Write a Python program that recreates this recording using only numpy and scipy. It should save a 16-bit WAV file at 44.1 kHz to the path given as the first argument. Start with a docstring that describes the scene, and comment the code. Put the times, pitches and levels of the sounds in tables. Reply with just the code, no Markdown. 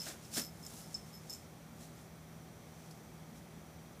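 """Tinsel wand with a jingle bell

A tinsel wand is swished close by in a quiet room. Its foil strips crackle and sizzle on every swing,
and two close swings also flutter and push air. A pellet knocks about in the tiny bell, ticking and
ringing the shell. Underneath sit room tone, a low appliance hum, a thin hiss and one faint scrape."""
import sys
import numpy as np
from scipy import signal
from scipy.fft import rfft, irfft
from scipy.io import wavfile
from scipy.ndimage import uniform_filter1d

SR = 44100
rng = np.random.default_rng(int(sys.argv[2]) if len(sys.argv) > 2 else 0)


def store_pcm(level_fs):
    """Save levels as 16-bit WAV."""
    pcm = np.round(np.clip(level_fs, -1, 1) * 32767).astype(np.int16)
    wavfile.write(sys.argv[1], SR, np.atleast_2d(pcm).T)


N = 176400

# Tone curves for the noise layers and the pellet's tick. Each row: frequency in Hz, relative level in dB.
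ROOM_TONE_EQ = [(25, -41), (42, -21), (66, -7.5), (135, -12), (158, -3), (186, -6), (231, -4), (264, -11.5),
                (400, -13), (475, -17.5), (770, -15), (990, -21.5), (1180, -20.5), (1600, -24.5),
                (2300, -25), (2950, -32.5), (3200, -27.5), (3700, -30.5), (5200, -32), (7100, -32.5),
                (10000, -34), (15000, -35.5)]
HISS_EQ = [(4500, -37.5), (5550, -3), (5800, 5.5), (6150, 0.5), (6500, -8.5), (8000, -43.5)]
SCRAPE_EQ = [(2500, -30), (3900, -14), (4400, 3), (6500, 1), (8000, -7), (11000, -4), (15000, -16)]
FOIL_EQ = [(300, -30.5), (1000, -6.5), (2000, -5.5), (3000, -1), (4200, 0.5), (5500, 4), (7300, 3),
           (9000, 0.5), (12000, -5.5), (15000, -7.5)]
SIZZLE_EQ = [(3000, -31), (7000, -5), (10000, 0.5), (15000, -5.5)]
FLUTTER_EQ = [(150, -14), (350, 6), (480, 0), (650, 4), (1000, -10), (1500, 0), (2100, -5), (3000, -10),
              (5000, -8), (12000, -34)]
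AIR_EQ = [(40, -38), (100, -16), (170, -2.5), (245, 3), (330, -8), (500, -23), (1000, -35), (4000, -47)]
TICK_EQ = [(2000, -51), (4300, -28), (4800, -18), (5200, -4), (6300, -3.5), (7100, 2.5), (7500, 3.5),
           (7900, -3), (8600, -7), (9600, -24), (15000, -25)]
# The appliance's drone. Each row: frequency in Hz, level in dB.
HUM_TONES = [(57.5, -77), (79.6, -72), (119.9, -66), (160.2, -59), (480, -76.5), (574, -74.5)]
# Small scrapes. Each row: peak time in seconds, level in dB, fall in seconds.
SCRAPES = [(2.91, -56, .007)]
# Swings of the wand. Each row: fastest moment in seconds, rustle level in dB,
# sizzle in dB relative to that level, rise and fall in seconds.
SWINGS = [(.005, -53, -22, .03, 0.096), (.087, -45.5, -12, 0.062, 0.035), (.25, -58.5, -18, 0.054, 0.054),
          (0.341, -43.5, -9, 0.013, .012), (.378, -35, -5.5, 0.022, 0.025), (.665, -60, -1, .03, 0.086),
          (.792, -55, -4.5, 0.16, 0.074), (.95, -57.5, -19, 0.077, 0.045), (1.09, -62.5, -10, 0.089, 0.11),
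          (1.32, -56, -14, 0.058, 0.074), (1.833, -57.5, -7, 0.047, 0.037), (2.01, -65, -7, 0.1, .03),
          (2.86, -66.5, -20, 0.21, 0.21), (3.375, -63.5, -5, 0.027, .025)]
# Close swings that flap the strips. Each row: peak time in seconds, flutter level in dB,
# air level in dB, rise and fall in seconds.
CLOSE_SWINGS = [(0.067, -46, -60, 0.0047, 0.05), (.372, -39, -38.5, 0.0034, 0.022)]
# Pellet hits on the shell. Each row: start in seconds, then gains in dB for the main ring,
# the tick, the first overtone and the second overtone.
PELLET_HITS = [(.001, -35, -41, -70, -62), (0.0171, -36, -39, -66, -54), (.034, -42, -41, -66, -60),
               (.2483, -53, -58, -75, -75), (0.3471, -32.5, -32, -52, -54), (.388, -39, -42, -52, -52),
               (0.416, -34, -36, -54, -46), (.438, -42, -40, -53, -54), (.449, -40.5, -37, -60, -48),
               (.4673, -43.5, -48, -58, -60), (.629, -51, -44, -68, -70), (.637, -48, -54, -72.5, -72),
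               (.650, -51, -42, -58, -62), (0.6643, -41, -37, -68, -68), (0.6668, -52, -36, -68, -68),
               (.816, -55, -50, -72, -72), (0.842, -56, -56, -75, -75), (0.858, -56, -56, -75, -75),
               (0.9438, -28.5, -31, -68, -72), (0.958, -43, -51, -70, -74), (0.9622, -45, -49, -70, -72),
               (.981, -53, -56, -75, -75), (1.127, -57, -60, -62, -72), (1.134, -51, -58, -60, -72),
               (1.14, -46, -55, -55, -70), (1.152, -48, -47, -60, -72), (1.175, -53, -50, -70, -72),
               (1.2973, -36, -34.5, -51, -63), (1.3053, -38, -37, -54, -64), (1.3294, -39.5, -38, -50, -66),
               (1.3366, -43, -34, -66, -57), (1.348, -48, -39, -57, -59), (1.3518, -49, -42, -62, -63)]
# The bell's main ring. Each row: frequency in Hz, relative level in dB, 60 dB decay time in seconds.
RING_MODES = [(5245, -4, 0.11), (5280, -19.5, 0.059)]
# The bell's high shimmer. 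Each row: frequency in Hz, 60 dB decay time in seconds.
BELL_OVERTONES = [(11930, 0.094), (13200, 0.075)]

ROOM_TONE_DB, HISS_DB = -55, -74.5
HUM_WAVER_DB, HUM_DRIFT_HZ = 1.5, 0.71
SNAPS_PER_S, SNAP_SPREAD_DB, RUB_SHARE = 2000, 3.5, 0.54
BOUNCE_GAP_S, FIRST_BOUNCE_DB, BOUNCE_LOSS_DB = .0045, -13, 1
BUZZ_DEPTH, BUZZ_HZ = .28, 322
BELL_LOW_HZ = 4540  # the small shell radiates little below this


def undb(db):
    """Decibels to gain."""
    return 10 ** (np.asarray(db) / 20)


def unit(x):
    """Scale to rms 1."""
    return x / np.sqrt(np.mean(x ** 2))


def eq_impulse(curve, size=8192):
    """Minimum-phase impulse response of a tone curve."""
    hz, db = np.array(curve, float).T
    bin_hz = np.maximum(np.arange(size // 2 + 1) * SR / size, 1)
    gain = undb(np.interp(np.log(bin_hz), np.log(hz), db))
    cepstrum = irfft(np.log(gain))
    cepstrum[1:size // 2] *= 2
    cepstrum[size // 2 + 1:] = 0
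    return irfft(np.exp(rfft(cepstrum)))


def colour(x, curve):
    """Shape a steady texture with a tone curve, at rms 1."""
    return unit(irfft(rfft(x) * rfft(eq_impulse(curve), N), N))


def noise(curve):
    """Coloured noise at rms 1."""
    return colour(rng.standard_normal(N), curve)


def wander(rate_hz):
    """Smooth random modulation at rms 1."""
    hold = int(SR / rate_hz)
    steps = np.repeat(rng.standard_normal(N // hold + 1), hold)
    return unit(uniform_filter1d(uniform_filter1d(steps, hold), hold)[:N])


def swell(at, rise, fall):
    """Envelope peaking at 1; rise and fall are exponential time constants."""
    t = np.arange(N) / SR - at
    return np.exp(-np.abs(t) / np.where(t < 0, rise, fall))


def add(track, at, sound):
    """Mix a sound in at a time in seconds."""
    start = min(max(int(at * SR), 0), N)
    track[start:start + len(sound)] += sound[:N - start]


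def background():
    """The bed: room tone, a thin high hiss and an appliance hum wavering in pitch and level."""
    bed = undb(ROOM_TONE_DB) * noise(ROOM_TONE_EQ)
    bed += undb(HISS_DB + 1.3 * wander(12)) * noise(HISS_EQ)
    for hz, db in HUM_TONES:
        phase = 2 * np.pi * np.cumsum(hz + HUM_DRIFT_HZ * wander(9.12)) / SR
        bed += np.sqrt(2) * undb(db + HUM_WAVER_DB * wander(12)) * np.sin(phase)
    return bed


def room(x, wet_db, t60=.25, predelay_s=.005):
    """The direct sound plus a short diffuse tail from the walls."""
    t = np.arange(SR // 2) / SR
    tail = rng.standard_normal(len(t)) * np.exp(-np.log(1000) * t / t60) * (t > predelay_s)
    return x + undb(wet_db) * signal.fftconvolve(x, tail / np.linalg.norm(tail))[:N]


def crinkle():
    """Dense snaps of foil, a few larger than the rest, over the smooth rub of strip on strip."""
    snaps = (rng.random(N) < SNAPS_PER_S / SR) * np.sign(rng.standard_normal(N))
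    snaps *= undb(SNAP_SPREAD_DB * np.minimum(rng.exponential(size=N), 4))
    rub = rng.standard_normal(N)
    return np.sqrt(1 - RUB_SHARE) * unit(snaps) + np.sqrt(RUB_SHARE) * rub


def scrape():
    """A faint short scrape, like a cat shifting on a table."""
    envelope = sum(undb(db) * swell(at, .001, fall) for at, db, fall in SCRAPES)
    return envelope * colour(crinkle(), SCRAPE_EQ)


def tinsel():
    """Foil rustle and a fine sizzle swell with each swing; close swings add flutter and a push of air."""
    rustle_power, sizzle_power = np.zeros(N), np.zeros(N)
    for at, db, sizzle_db, rise, fall in SWINGS:
        envelope = undb(db) * swell(at, rise, fall)
        rustle_power += envelope ** 2
        sizzle_power += (undb(sizzle_db) * envelope) ** 2
    swish = np.sqrt(rustle_power) * colour(crinkle(), FOIL_EQ)
    swish += np.sqrt(sizzle_power) * colour(crinkle(), SIZZLE_EQ)
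    flutter, air = colour(crinkle(), FLUTTER_EQ), noise(AIR_EQ)
    for at, flutter_db, air_db, rise, fall in CLOSE_SWINGS:
        swish += swell(at, rise, fall) * (undb(flutter_db) * flutter + undb(air_db) * air)
    return swish


def shell_mode(hz, t60, size=16000):
    """One resonance of the bell's shell, a fading sine."""
    t = np.arange(size) / SR
    return np.sin(2 * np.pi * hz * t) * np.exp(-np.log(1000) * t / t60)


def jingle_bell(bounces=6):
    """Each pellet hit ticks and rings the shell anew; the pellet then bounces and rolls."""
    shell, ticks = np.zeros(N), np.zeros(N)
    tick = eq_impulse(TICK_EQ, size=512)
    tick /= np.abs(tick).max()
    for at, ring_db, tick_db, *overtone_dbs in PELLET_HITS:
        detune = 1 + .0022 * rng.standard_normal()
        shell[int(at * SR):] = 0  # the hit chokes the previous ring
        ring = sum(undb(db) * shell_mode(hz * detune, t60) for hz, db, t60 in RING_MODES)
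        add(shell, at, undb(ring_db) * ring)
        for (hz, t60), db in zip(BELL_OVERTONES, overtone_dbs):
            add(shell, at, undb(db) * shell_mode(hz * detune, t60))
        add(ticks, at, undb(tick_db) * tick)
        gaps = BOUNCE_GAP_S * (0.38 + 1.2 * rng.random(bounces))
        for bounce, delay in enumerate(np.cumsum(gaps)):
            add(ticks, at + delay, undb(tick_db + FIRST_BOUNCE_DB - bounce * BOUNCE_LOSS_DB) * tick)
    buzz = 1 + BUZZ_DEPTH * wander(BUZZ_HZ)  # the rolling pellet shakes the ring
    low_cut = signal.butter(6, BELL_LOW_HZ, "high", fs=SR, output="sos")
    return signal.sosfilt(low_cut, ticks + shell * buzz)


def scene():
    """Tinsel, scrape and bell with a touch of room, over the bed; both channels are the same."""
    mono = room(tinsel() + scrape(), wet_db=-11.5) + room(jingle_bell(), wet_db=-11) + background()
    return np.array([mono, mono])


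def record(dry):
    """A steep high cut at 15.4 kHz takes off the very top."""
    high_cut = signal.ellip(12, .1, 70, 15400, fs=SR, output="sos")
    return signal.sosfilt(high_cut, dry)


dry = scene()
out = record(dry)
store_pcm(out)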